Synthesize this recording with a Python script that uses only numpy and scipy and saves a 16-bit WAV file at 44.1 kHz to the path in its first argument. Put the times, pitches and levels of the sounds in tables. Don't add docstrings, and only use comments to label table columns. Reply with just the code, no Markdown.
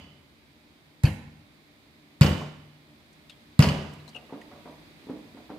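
import sys
import numpy as np
from scipy import signal
from scipy.io import wavfile

SR = 44100
rng = np.random.default_rng(int(sys.argv[2]) if len(sys.argv) > 2 else 0)


def master_out(mix):
    frames = np.transpose(np.atleast_2d(mix))
    ceiling = np.clip(frames, -1, 1)
    pcm = np.round(ceiling * 32767).astype(np.int16)
    wavfile.write(sys.argv[1], SR, pcm)


def natural_amplitude(level_db):
    exponent = np.asarray(level_db, float) / 20
    return 10 ** exponent


N = 246078
EARLY_S = .3

# start in seconds, boom in dB, contact in ms, smack in dB, counter ring in dB.
BLOWS = [
    (-.17, -21, 4.5, -46, -26.5),
    (1.0353, -23, 5.7, -31.5, -33),
    (1.0378, -2.5, 9.7, -73, -23.5),
    (2.2103, 0, 5.5, -22.5, -19),
    (3.5914, 1, 4.9, -21, -13.5),
]
BLOW_SIDE = [1, 1, -1, 1, 1]
# start in seconds, peak in dB.
BOUNCES = [(1.07, -28), (1.272, -50), (2.245, -23), (2.306, -24), (3.624, -50), (3.671, -25), (3.69, -30.5)]
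# pitch in Hz, level in dB, t60 in seconds.
SLAB_SWING_MODES = [(128, 6, 0.028), (144, -2, 0.077)]
# pitch in Hz, level in dB, t60 in seconds.
COUNTER_MODES = [(78.4, -17, 0.32), (85.5, -2, 0.29), (106.5, -4.5, 0.29), (147.65, 0, 0.12),
                 (149.8, -16.5, 1), (193.6, 1, 0.085), (234.3, -11.5, 0.61), (300, -17, 0.28),
                 (400.5, -27, 0.19), (537, -48, 0.37)]

# frequency in Hz, level in dB per Hz.
SMACK_SPECTRUM = [(120, -33), (200, 3.5), (298, 3), (365, -10), (497, -3), (1710, -18.5), (2960, -19),
                  (3680, -23.5), (4580, -30), (12200, -28.5), (15500, -30)]
CRACK_DB, CRACK_FOLLOWS = -7, 0.76

# start in seconds, peak in dB.
LID_HOPS = [(-.15, -16.5), (1.0537, -32.5), (1.074, -39), (2.2176, -14), (2.2303, -21.5), (2.2638, -23.5),
            (2.3294, -32.5), (3.6028, -17), (3.6241, -12.5), (3.6384, -16.5), (3.657, -27), (3.688, -22)]
# pitch in Hz, level in dB, t60 in seconds.
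LID_MODES = [(2520, -6.5, 0.0081), (2780, -4.5, 0.016), (3016, -6, 0.023), (3310, -18.5, 0.05736),
             (4433, -6.5, 0.018), (4710, -7, 0.018), (5230, -12.5, 0.02), (6350, -15.5, 0.023)]
# pitch in Hz, level in dB, t60 in seconds.
POT_MODES = [(2985, -19, .5), (3030, -23, .3), (3385, -20, .45), (4645, -24, .25), (5160, -25, .25)]
POT_RING_DB, POT_RING_STEEP = -4, 1.5

# start in seconds, peak in dB, t60 in seconds.
RATTLES = [(-.16, -43.5, 0.99), (1.041, -24, 0.15), (1.076, -38, .15), (2.216, -19.5, 0.67),
           (3.597, -30, 0.73), (3.623, -26, 0.803)]

# start in seconds, peak in dB.
PATS = [(4.156, -47.5), (4.297, -54), (4.327, -32.5), (4.516, -48), (4.549, -58), (4.659, -42.5),
        (4.679, -44.5), (5.092, -49), (5.157, -76), (5.374, -53), (5.497, -46), (5.503, -32.5)]
# start in seconds, peak in dB.
ROCKS = [(4.341, -40.5), (5.03, -45.5), (5.071, -37.5), (5.099, -27.5), (5.112, -50), (5.129, -61),
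         (5.161, -41), (5.191, -64), (5.243, -48.5), (5.349, -41), (5.513, -39.5), (5.539, -54)]
# pitch in Hz, level in dB, t60 in seconds.
PLATE_MODES = [(214, -23, 0.029), (313.5, -3.5, 0.05), (444, -6.5, 0.057), (511.4, -0.5, 0.091),
               (950, -22, .03)]
SLAP_DB, SLAP_FOLLOWS = -27, 0.34
ROCK_SLAP_DB = -15

# start in seconds, peak in dB, pitch in Hz, left-right in dB.
CLINKS = [(1.051, -23.5, 2500, 0), (1.06, -29, 3050, 2), (1.082, -32, 2870, 0), (1.05, -30.5, 4500, 12),
          (1.069, -32, 1650, 1), (2.413, -28.5, 893, 0), (3.318, -46.5, 3300, -11), (3.985, -49, 2750, 2),
          (3.995, -50, 3950, 12), (4.077, -45.5, 4080, 13), (4.09, -48, 4600, 0.5), (4.131, -52, 3050, 9),
          (4.146, -38, 2812, 22), (4.161, -29.5, 2780, 7), (4.413, -43, 2030, -5), (4.431, -52.5, 4956, .5)]
# start in seconds, peak in dB, pitch in Hz, left-right in dB.
POPS = [(2.243, -22, 850, 0), (3.296, -37, 3300, 6), (3.93, -45, 2160, -10), (4.0776, -42, 787, 10),
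        (4.297, -45, 900, 0), (4.412, -46, 2500, 1.5), (5.499, -42, 950, 0)]
# start in seconds, peak in dB, left-right in dB.
SNAPS = [(3.129, -62, -17), (3.296, -50, 6), (3.935, -50, -7), (4.0775, -53, 13), (4.09, -51, -12),
         (4.413, -55.5, 3.5), (4.709, -60, 6), (5.1028, -61, -1), (5.184, -65, -5)]
CLINK_WIDTH_HZ, CLINK_CLICK_DB = 260, -22
POP_WIDTH_SHARE = 0.5

# frequency in Hz, t60 in seconds.
ROOM_T60 = [(100, 0.9), (300, 0.36), (1000, 0.85), (2500, 0.72), (5000, 0.69), (11000, 0.4)]
# frequency in Hz, left-right likeness [-1 to 1].
ROOM_LIKENESS = [(60, 0.33), (180, 1), (550, 0.74), (1650, 0.025), (4970, 0.023), (15000, 0.08)]
# frequency in Hz, left-right in dB.
ROOM_BALANCE = [(60, 13), (150, 2), (380, -6), (950, 0), (2380, -9), (5980, -2), (15000, -9.5)]

# frequency in Hz, level in dB per Hz.
HISS_SPECTRUM = [(25, -17), (70, -2.5), (120, -12), (300, -3.5), (450, -13.5), (870, -15), (1660, -19),
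                 (2100, -11), (2800, -21), (4000, -14.5), (5000, -26), (6000, -30), (13000, -32),
                 (15500, -33.5)]
# pitch in Hz, level in dB, t60 in seconds.
CABINET_MODES = [(153.2, -3, 0.16), (230, -12.5, 0.78), (295, -9.5, 0.36), (600, -11.5, 0.14)]
# frequency in Hz, left-right likeness [-1 to 1].
HUM_LIKENESS = [(60, 0.48), (180, 0.81), (550, 0.528), (1650, -0.2), (4970, 0.061), (15000, -0.15)]
# frequency in Hz, left-right in dB.
HUM_BALANCE = [(60, 3.5), (180, -1.5), (550, 2), (1650, -3), (4970, -4.0), (15000, 0)]
# time in seconds, level in dB.
HUM_LEVEL = [(0, -62), (2.9, -60.5), (4.6, -56.5), (5.58, -57)]


def at_hz(points, hz):
    points = np.array(points)
    return np.interp(np.log(hz), np.log(points[:, 0]), points[:, 1])


def spot(s):
    return int(round((s + EARLY_S) * SR))


def add(line, s, piece):
    i = spot(s)
    line[..., i:i + piece.shape[-1]] += piece[..., :line.shape[-1] - i]


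def ring(force, modes, spread_db=0.):
    out = 0
    for hz, db, t60 in modes:
        r, w = natural_amplitude(-60 / (t60 * SR)), 2 * np.pi * hz / SR
        gain = natural_amplitude(db + spread_db * rng.standard_normal(len(force)))
        out = out + signal.lfilter([0, np.sin(w)], [1, -2 * r * np.cos(w), r * r], force * gain + 1e-18)
    return out


def puff(length_s, low_hz, high_hz, rise_s=1e-4):
    t = np.arange(int(length_s * SR)) / SR
    band = signal.butter(2, [low_hz, high_hz], "band", fs=SR, output="sos")
    noise = signal.sosfilt(band, rng.standard_normal(len(t)))
    swell = 1 - np.exp(-t / rise_s)
    return noise / np.std(noise) / 2 * natural_amplitude(-40 * t / length_s) * swell


def grains(size, per_s, spread_db):
    sizes = natural_amplitude(spread_db * np.minimum(rng.exponential(1, size), 4)) * rng.choice([-1, 1], size)
    return sizes * (rng.random(size) < per_s / SR)


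def placed(x, pan_db, lag):
    left = natural_amplitude(pan_db / 2) * np.roll(x, max(lag, 0))
    right = natural_amplitude(-pan_db / 2) * np.roll(x, max(-lag, 0))
    return np.array([left, right])


def stereo_bands(size, spectrum, likeness, balance, dying):
    out, t = 0, np.arange(size) / SR
    edges = 25 * 2 ** (np.arange(29) / 3)
    white = rng.standard_normal((2, 2, size))
    for k, (low, high) in enumerate(zip(edges, edges[1:])):
        band = signal.butter(2, [low, high], "band", fs=SR, output="sos")
        mid, side = signal.sosfilt(band, white[k % 2])
        hz = np.sqrt(low * high)
        alike = np.clip(at_hz(likeness, hz), -1, 1)
        lean = at_hz(balance, hz) / 2
        fade = natural_amplitude(-60 * t / at_hz(ROOM_T60, hz)) if dying else 1
        pair = np.sqrt(1 + alike) * mid + np.sqrt(1 - alike) * side * [[1], [-1]]
        out = out + natural_amplitude(at_hz(spectrum, hz)) * fade * pair * natural_amplitude(np.array([[lean], [-lean]]))
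    return out / np.sqrt(np.mean(out ** 2))


def counter(size):
    swing, shake = np.zeros((2, size))
    for (s, boom_db, contact_ms, smack_db, ring_db), side in zip(BLOWS, BLOW_SIDE):
        contact = contact_ms * SR / 1000
        t = np.arange(int(contact)) / contact
        push = side * np.sin(2 * np.pi * t) / len(t)
        add(swing, s, natural_amplitude(boom_db + 0.5) * push)
        add(shake, s, natural_amplitude(ring_db - 6.0) * push)
        add(shake, s, natural_amplitude(ring_db - 53.5) * puff(0.61, 53, 870))
    t = np.arange(240) / 240
    for s, db in BOUNCES:
        add(shake, s, natural_amplitude(db + 1.5) * np.sin(2 * np.pi * t) / 120)
    return ring(swing, SLAB_SWING_MODES) + ring(shake, COUNTER_MODES)


def smack(size):
    out = np.zeros(size)
    for s, boom_db, contact_ms, smack_db, ring_db in BLOWS:
        add(out, s, natural_amplitude(smack_db) * puff(0.032, 66.7, 2450))
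        add(out, s, natural_amplitude(CRACK_DB + CRACK_FOLLOWS * smack_db) * puff(0.0059, 1570, 11400))
    return out


def lid(size):
    knock, firm, skid = np.zeros((3, size))
    t = np.arange(int(0.035 * SR)) / SR
    for s, db in LID_HOPS:
        knock[spot(s)] = natural_amplitude(db - 9.5)
        firm[spot(s)] = natural_amplitude(POT_RING_STEEP * db + POT_RING_DB)
        add(skid, s, natural_amplitude(db - 16.5 - 60 * t / 0.042))
    strikes = knock + skid * grains(size, 5000.0, 0.61)
    return ring(strikes, LID_MODES, spread_db=-0.5) + ring(firm, POT_MODES)


def rattle(size):
    shaking, t = np.zeros(size), np.arange(int(.8 * SR)) / SR
    for s, db, t60 in RATTLES:
        add(shaking, s, natural_amplitude(db - 60 * t / t60))
    out = np.zeros((2, size))
    dealt = rng.integers(0, 24, size)
    clicks = shaking * grains(size, 9000., 1.84)
    for k, hz in enumerate(np.geomspace(300, 7000, 24)):
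        mode = (hz, -12 - 0.81 * np.log2(hz / 1000), 7.4 / hz)
        out[k % 2] += ring(clicks * (dealt == k), [mode])
    return out + 0.34 * out[::-1]


def pats(size):
    push, slap = np.zeros((2, size))
    t = np.arange(300) / 300
    bump = np.sin(4 * np.pi * t) * np.hanning(300) / 150
    touches = [(s, db, SLAP_DB + SLAP_FOLLOWS * db) for s, db in PATS]
    touches += [(s, db, db + ROCK_SLAP_DB) for s, db in ROCKS]
    for s, db, slap_db in touches:
        add(push, s - .004, natural_amplitude(db + 7.5) * bump)
        add(slap, s - .004, natural_amplitude(slap_db) * puff(0.11, 327.1, 1007.0, rise_s=0.00068))
    return ring(push, PLATE_MODES) + slap


def ticks(size):
    out = np.zeros((2, size))
    tuned = [(*row, CLINK_WIDTH_HZ) for row in CLINKS]
    tuned += [(*row, POP_WIDTH_SHARE * row[2]) for row in POPS]
    for s, db, hz, pan_db, width_hz in tuned:
        burst = puff(0.05, hz - width_hz / 2, hz + width_hz / 2, rise_s=0.0015)
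        add(out, s, natural_amplitude(db - 3.0) * placed(burst, pan_db, 0))
    clink_clicks = [(s, db + CLINK_CLICK_DB, pan_db) for s, db, hz, pan_db in CLINKS]
    for s, db, pan_db in [*SNAPS, *clink_clicks]:
        add(out, s, natural_amplitude(db) * placed(puff(0.042, 920, 8500), pan_db, 0))
    return out


def kitchen_tail():
    tail = stereo_bands(int(.9 * SR), SMACK_SPECTRUM, ROOM_LIKENESS, ROOM_BALANCE, dying=True)
    build_up = 1 - np.exp(-np.arange(tail.shape[1]) / (0.00067 * SR))
    return tail * build_up / np.sqrt(tail.shape[1])


def hum(size):
    hiss = stereo_bands(size, HISS_SPECTRUM, HUM_LIKENESS, HUM_BALANCE, dying=False)
    drone = natural_amplitude(-29) * ring(rng.standard_normal(size), CABINET_MODES)
    s, level_db = np.transpose(HUM_LEVEL)
    level = natural_amplitude(np.interp(np.arange(N) / SR, s, level_db))
    return level * (hiss + drone)[:, -N:]


def scene():
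    size = spot(0) + N
    tail = kitchen_tail()
    slab, wet, china = counter(size), smack(size), lid(size)
    loose, fingers, small = rattle(size), pats(size), ticks(size)
    sent = natural_amplitude(19.5) * wet + natural_amplitude(5.5) * china + natural_amplitude(1) * loose.mean(0)
    sent = sent + natural_amplitude(8.5) * fingers + natural_amplitude(-5) * small.mean(0) + slab
    bright = signal.lfilter([1, -.93], [1], sent)
    echo = signal.fftconvolve(bright[None], tail, axes=1)[:, :size]
    near = slab * natural_amplitude(np.array([[.4], [-.4]])) + loose + fingers + small
    near = near + natural_amplitude(6.5) * placed(wet, -6.0, 11) + placed(china, 3.6, -2)
    return (near + echo)[:, -N:] + hum(size)


def roll_off(x):
    return signal.sosfilt(signal.butter(12, 16160, fs=SR, output="sos"), x)


def record(dry):
    thin = signal.sosfilt(signal.butter(2, 55, "high", fs=SR, output="sos"), dry)
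    rounded = 1.055 * np.tanh(thin / 0.79)
    top_filter = signal.cheby2(10, 50, 16500, fs=SR, output="sos")
    mix = signal.sosfilt(top_filter, rounded)
    return roll_off(mix)


dry = scene()
out = record(dry)
master_out(out)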